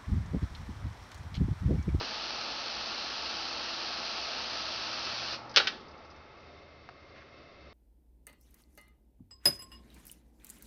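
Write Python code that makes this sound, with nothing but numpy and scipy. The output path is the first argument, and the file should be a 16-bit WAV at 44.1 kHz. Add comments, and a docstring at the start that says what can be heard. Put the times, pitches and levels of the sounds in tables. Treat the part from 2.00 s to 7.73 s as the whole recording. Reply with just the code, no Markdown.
"""In a small room, a foil and balsa ion lifter hovers over a table. Countless tiny corona discharges
on its wire, each a pressure pulse, merge into a hiss over a soft rush of air. The voltage is cut, the
charge drains and the hiss stops. The craft drops, bounces once and settles with faint ticks of foil;
its impacts excite the modes of frame and table. Room noise and a low wavering drone continue throughout,
with a dull knock at the start and a small click and a rustle near the end."""
import sys
import numpy as np
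from scipy import signal
from scipy.fft import rfft, irfft, next_fast_len
from scipy.io import wavfile
from scipy.ndimage import uniform_filter1d, minimum_filter1d

SR = 44100
rng = np.random.default_rng(int(sys.argv[2]) if len(sys.argv) > 2 else 0)


def inscribe(sig):
    """Save sig as 16-bit PCM at rate SR to the path in sys.argv[1].

    A 1-D sig is mono; a 2-D sig holds one channel per row.
    Samples are clipped to [-1, 1] before scaling.
    """
    pcm = np.round(np.clip(np.atleast_2d(sig).T, -1, 1) * 32767)
    wavfile.write(sys.argv[1], SR, pcm.astype(np.int16))


N = 252693
T = np.arange(N) / SR
CUT_S = 3.348  # the voltage is switched off


def undb(db):
    """Amplitude ratio of a level in decibels."""
    return 10 ** (np.asarray(db) / 20)


def unit_rms(x):
    """Normalisation to rms 1."""
    return x / np.sqrt(np.mean(x ** 2))


def unit_energy(x):
    """Normalisation to energy 1."""
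    return x / np.sqrt(np.sum(x ** 2))


def place(start_s, sound):
    """Pure delay: the sound begins at start_s."""
    return np.pad(sound, (int(start_s * SR), N))[:N]


def convolve(x, response):
    """Convolution with an impulse response, cut to the input's length."""
    return signal.fftconvolve(x, response)[:len(x)]


def butterworth(x, hz, kind, order=2):
    """Causal filter with a maximally flat passband."""
    return signal.sosfilt(signal.butter(order, hz, kind, fs=SR, output="sos"), x)


def colour(x, spectrum, tilt_db=0, size=4096):
    """Minimum-phase filter through (f/Hz, level/dB) points, tilted by tilt_db per octave about 3 kHz."""
    hz, db = np.transpose(spectrum)
    f = np.maximum(np.arange(size // 2 + 1) * SR / size, 10)
    octave = np.log2(f / 3000)
    gain = undb(np.interp(octave, np.log2(hz / 3000), db) + tilt_db * np.maximum(octave, -2))
    cepstrum = irfft(np.log(gain))
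    cepstrum[1:size // 2] *= 2  # folding onto positive time makes the response causal
    cepstrum[size // 2 + 1:] = 0
    return convolve(x, irfft(np.exp(rfft(cepstrum))))


def resonant_noise(peaks):
    """Random excitation of resonances (f/Hz, width/Hz, level/dB), at rms 1."""
    size = next_fast_len(N, True)
    f = np.arange(1, size // 2 + 2) * SR / size
    power = sum(undb(db) ** 2 / (1 + ((f / hz - hz / f) * hz / (2 * width)) ** 2) ** 2
                for hz, width, db in peaks)
    white = rfft(rng.standard_normal(size))
    return unit_rms(irfft(white * np.sqrt(power), size)[:N])


def wander(rate_hz):
    """Random modulation: smoothed steps at rms 1."""
    span = int(SR / rate_hz)
    steps = np.repeat(rng.standard_normal(N // span + 1), span)
    return unit_rms(uniform_filter1d(uniform_filter1d(steps, span), span)[:N])


def decay(t60):
    """Half a second of exponential damping, 60 dB in t60 seconds."""
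    return np.exp(-np.log(1000) * T[:SR // 2] / t60)


def ring(modes, detune=0.0042):
    """Free vibration: damped modes of alternating sign, slightly detuned at each strike."""
    pull = 1 + detune * rng.standard_normal(len(modes))
    partials = ((-1) ** k * undb(db) * decay(t60) * np.cos(2 * np.pi * hz * pull[k] * T[:SR // 2])
                for k, (hz, db, t60) in enumerate(modes))
    return unit_energy(sum(partials))


def burst(t60):
    """Exponentially damped noise of energy 1."""
    return unit_energy(decay(t60) * rng.standard_normal(SR // 2))


def room(x, wet_db, gap_s=.008, t60=0.53):
    """Reverberation: diffuse wall reflections follow the direct sound."""
    return x + undb(wet_db) * convolve(x, place(gap_s, burst(t60))[:SR])


def after_cut(db_per_s):
    """Relaxation: a gain of 1 that decays exponentially once the voltage is cut."""
    return undb(-db_per_s * np.maximum(T - CUT_S, 0))


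# spectrum of one discharge: f/Hz, level/dB
DISCHARGE_SPECTRUM = [(120, -24.5), (280, -12.5), (750, -4), (1000, -6.5), (1300, -2), (1750, -3.5),
                      (2050, -8), (2650, -0.5), (3600, -1.5), (4300, 2.5), (5000, 1), (5500, -3.5),
                      (6050, -9), (6500, -15)]
# modes of the foil skirt: f/Hz, level/dB, T60/s
SKIRT_MODES = [(620, -3.5, 0.02), (825, 0, 0.0096), (1307, 0, .05), (2630, 0, 0.035), (4120, -4.5, 0.09),
               (4290, 1.5, 0.03), (4511, -4, 0.071), (4950, -2.5, 0.013)]


def corona(per_s=4000, spread_db=2.0, skirt_db=-11, db=-38.5, rise_db_per_s=0.46):
    """Shot noise: random discharges of uneven size add up to a hiss until the charge drains."""
    fires = rng.random(N) < per_s / SR
    pulses = fires * undb(spread_db * np.minimum(rng.exponential(size=N), 4))
    discharges = colour(pulses - pulses.mean(), DISCHARGE_SPECTRUM)
    # forced vibration: the ion wind streams over the foil and keeps it ringing
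    foil = convolve(rng.standard_normal(N), ring(SKIRT_MODES, detune=.001))
    hiss = unit_rms(discharges) + undb(skirt_db) * unit_rms(foil)
    envelope = undb(db + rise_db_per_s * T) * after_cut(db_per_s=421)
    return room(hiss * envelope, wet_db=-13)


# resonances of the rushing air: f/Hz, width/Hz, level/dB
AIR_RESONANCES = [(228, 29, -1.5), (305, 90, -4.5), (516, 81, -5), (678, 110, 1), (869, 81, 3),
                  (1117, 63, 1), (1298, 99, 0.5), (1680, 790, -11)]


def air_rush(db=-46, gust_db=0.72):
    """Turbulence: moving air makes a soft rush that runs down slowly after the cut."""
    return resonant_noise(AIR_RESONANCES) * undb(db + gust_db * wander(27.26)) * after_cut(db_per_s=14)


def supply_hum(hz=329.6, db=-64, waver_db=2.5):
    """Amplitude modulation: the power supply's faint tone wavers, then fades after the cut."""
    envelope = undb(db + waver_db * wander(5.2)) * after_cut(db_per_s=40)
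    return np.sqrt(2) * envelope * np.sin(2 * np.pi * hz * T)


# spectral density of the room noise: f/Hz, level/dB
ROOM_SPECTRUM = [(25, -8), (38, -13.5), (52, -0.5), (72, -3.5), (130, -1), (190, -6), (400, -2),
                 (850, -15.5), (1900, -12.5), (3200, -18), (5000, -22), (6400, -32)]
# its resonances: f/Hz, width/Hz, level/dB
ROOM_RESONANCES = [(568, 67, 2.5), (700, 44, -1), (1127, 93, -2), (1294, 80, -2.5), (2120, 60, 0),
                   (2605, 55, -4.5), (3664, 130, -10.5), (4060, 80, -14.5), (4480, 100, -11),
                   (4810, 60, -14), (5140, 60, -14), (5370, 70, -16), (5650, 110, -19)]


def room_noise(broad_db=-57, peaks_db=-58, flutter_db=0.6):
    """Superposition of broadband noise and hollow resonances, fluttering slightly in level."""
    broad = undb(broad_db) * unit_rms(colour(rng.standard_normal(N), ROOM_SPECTRUM))
    hollow = undb(peaks_db) * resonant_noise(ROOM_RESONANCES)
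    return (broad + hollow) * undb(flutter_db * wander(16))


def wavering_tone(hz, db, pitch_spread, spread_db):
    """Random frequency and amplitude modulation of a sinusoid."""
    phase = 2 * np.pi * np.cumsum(hz * (1 + pitch_spread * wander(16))) / SR
    return np.sqrt(2) * undb(db + spread_db * wander(27)) * np.sin(phase)


# pitch contour of the low drone: t/s, f/Hz
DRONE_PITCH = [(0.0, 55.9), (1.66, 70.4), (2.46, 63.2), (2.66, 67.6), (4.02, 77.7), (5.55, 74.6),
               (5.73, 71.3)]


def low_drone(db=-67.5, swell_db_per_s=.5):
    """Frequency modulation: a distant tone glides along its contour and slowly swells."""
    hz = np.interp(T, *np.transpose(DRONE_PITCH))
    return wavering_tone(hz, db + swell_db_per_s * T, pitch_spread=.03, spread_db=4)


# spectrum of the knock: f/Hz, level/dB
KNOCK_SPECTRUM = [(50, -5), (140, -2), (450, 7), (700, 5.5), (1300, 0), (1900, -8), (4000, -22)]


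def knock(start_s=0.011, db=-2, tail_db=1):
    """Impulse excitation: a pulse and its short tail sound dull because they have little treble."""
    push = undb(tail_db) * burst(t60=0.12)
    push[0] -= 1
    return place(start_s, undb(db) * colour(push, KNOCK_SPECTRUM))


def climbing_drone(start_s=2.3, end_s=3.6, fade_s=.12, from_hz=98, toward_hz=140, lag_s=1.5,
                   db=-68, swell_db_per_s=9):
    """Exponential approach: a swelling tone climbs ever more slowly, like a far engine gathering speed."""
    age = np.clip(T - start_s, 0, end_s - start_s)
    hz = toward_hz + (from_hz - toward_hz) * np.exp(-age / lag_s)
    gate = np.clip(np.minimum(age, end_s - T) / fade_s, 0, 1)
    return gate * wavering_tone(hz, db + swell_db_per_s * age, pitch_spread=.014, spread_db=1.5)


# clearest crinkles as the craft falls and settles: t/s, level/dB
CRINKLES = [(3.494, -17), (3.503, -24), (3.513, -19), (3.54, -15), (3.797, -30), (3.8826, -27),
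            (3.9098, -27), (4.0485, -29), (4.1015, -29)]
# spectrum of a crinkle: f/Hz, level/dB
CRINKLE_SPECTRUM = [(2000, -22), (4400, 1), (5050, 8.5), (5500, 0), (6100, -1.5), (6600, -16.5)]


def foil_crinkles(settle_s=3.78, span_s=.4, faint_db=-30, scatter_db=1, faint_count=4):
    """Transient emission: the foil crinkles in crisp bursts, with faint random ones as it settles."""
    faint = [(settle_s + span_s * when, faint_db + scatter_db * (1 - 2 * softness))
             for when, softness in rng.random((faint_count, 2))]
    bursts = sum(place(s, undb(db) * burst(t60=0.063)) for s, db in CRINKLES + faint)
    return colour(bursts, CRINKLE_SPECTRUM)


# blows of the frame on the table:
# t/s, level/dB, tilt/(dB per octave), snap level/dB, loss per rebound/dB, bass cutoff/Hz
IMPACTS = [(3.541, -28.5, -8, -20, 0, 900), (3.5614, 3.5, 5, -6, 9.5, 700), (3.5700, 5, -0.5, -9.5, 7, 250),
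           (3.5735, -1.5, 1.5, -11, 5, 400), (3.5920, -13.5, -1, -14, 1, 300),
           (3.6010, -7, -4.5, -9.5, 8.5, 400), (3.6716, -7.5, 1, -3.5, 5.5, 1200),
           (3.6735, -7, -1.5, -4.5, 9, 1500)]
# spectrum of the crack of wood and foil: f/Hz, level/dB
CRACK_SPECTRUM = [(60, -30.5), (180, -27.5), (400, 3.5), (950, -1), (1500, 10.5), (2100, 2.5), (3000, 9),
                  (4200, 8), (5400, 3), (6400, -10)]
# modes of frame and table: f/Hz, level/dB, T60/s
FRAME_MODES = [(349, -22.5, 0.43), (636, -17, 0.28), (785, -12.5, 0.45), (1320, -8, 0.37), (1540, -4, 0.17),
               (1560, -3, 0.06), (1710, -10, 0.25), (1760, -9, 0.15), (1910, -9, 0.38), (2310, -5, 0.25),
               (2630, -12, 0.14), (2780, -8, 0.2), (2950, -1, 0.16), (3220, -9, 0.12), (3570, -6, 0.09),
               (3680, 0.5, 0.1), (3840, 1.5, 0.096), (3990, -2, 0.095), (4335, 2, 0.1), (4540, -2.5, 0.099),
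               (4950, -10, 0.18), (5275, -12.5, 0.14)]


def landing(rattle_db=3, tail_db=-7, modes_db=-3.5, boom_db=-0.5, boom_band_hz=(200, 480)):
    """Impact excitation: each contact snaps, rattles the foil skirt and rings frame and table."""
    slaps, boom = 0, 0
    for s, db, tilt_db, snap_db, cutoff_hz in rebounds(IMPACTS):
        # each corner lands at its own spot and so has its own diffuse tail
        contact = undb(rattle_db) * burst(t60=0.079) + undb(tail_db) * burst(t60=0.44)
        contact[0] += 2 * undb(snap_db)
        crack = colour(contact, CRACK_SPECTRUM, tilt_db)
        ringing = undb(modes_db) * ring(FRAME_MODES, detune=.002)
        slap = butterworth(crack + ringing, cutoff_hz, "highpass")  # a glancing touch has little bass
        slaps += place(s, undb(db) * slap)
        boom += place(s, undb(db + boom_db) * burst(t60=1.3))  # low notes linger longer in the room
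    return slaps + butterworth(boom, boom_band_hz, "bandpass")


def rebounds(impacts, count=4, gap_s=.0034, scatter=.3):
    """Inelastic collision: each blow chatters in unevenly spaced contacts, each weaker than the last."""
    for s, db, tilt_db, snap_db, loss_db, cutoff_hz in impacts:
        slip = scatter * rng.uniform(-1, 1, count)
        slip[0] = 0
        for k in range(count):
            yield s + (k + slip[k]) * gap_s, db - k * loss_db, tilt_db, snap_db, cutoff_hz


# a light tap and its rebound: t/s, level/dB
TAPS = [(4.8891, -19.5), (4.8934, -25)]
# modes of the tapped object: f/Hz, level/dB, T60/s
TAP_MODES = [(726, 2, 0.017), (1290, 6.5, 0.0067), (1750, 3.5, 0.0073), (2700, -4, .007), (4300, -9, .006),
             (5500, -11, .005)]


def click():
    """Heavy damping: the modes of a small tapped object die within milliseconds."""
    return room(sum(place(s, undb(db) * ring(TAP_MODES)) for s, db in TAPS), wet_db=-19)


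def rustle(centre_s=5.19, width_s=0.065, db=-59, grain_db=4):
    """Amplitude-modulated noise: a faint, grainy rustle under a brief Gaussian envelope."""
    grain = undb(db + grain_db * wander(70))
    envelope = np.exp(-.5 * ((T - centre_s) / width_s) ** 2)
    return resonant_noise([(1712, 840, 0), (2700, 540, -11)]) * grain * envelope


def scene():
    """Linear superposition of the lifter, its fall and the room around it, in one channel."""
    hover = corona() + air_rush() + supply_hum()
    fall = landing() + foil_crinkles()
    drones = low_drone() + climbing_drone()
    return (hover + fall + drones + room_noise() + click() + knock() + rustle())[None]


def record(dry, rolloff_hz=6200, ceiling=.8, limiter_s=.002, top_hz=7000):
    """Band and peak limiting: the treble rolls off, peaks are held down and a steep low-pass follows."""
    soft = butterworth(dry, rolloff_hz, "lowpass", order=16)
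    span = int(limiter_s * SR)
    needed_gain = ceiling / np.maximum(np.abs(soft), ceiling)
    gain = uniform_filter1d(minimum_filter1d(needed_gain, span), span)
    return signal.sosfilt(signal.ellip(10, .2, 80, top_hz, fs=SR, output="sos"), gain * soft)


dry = scene()
out = record(dry)
inscribe(out)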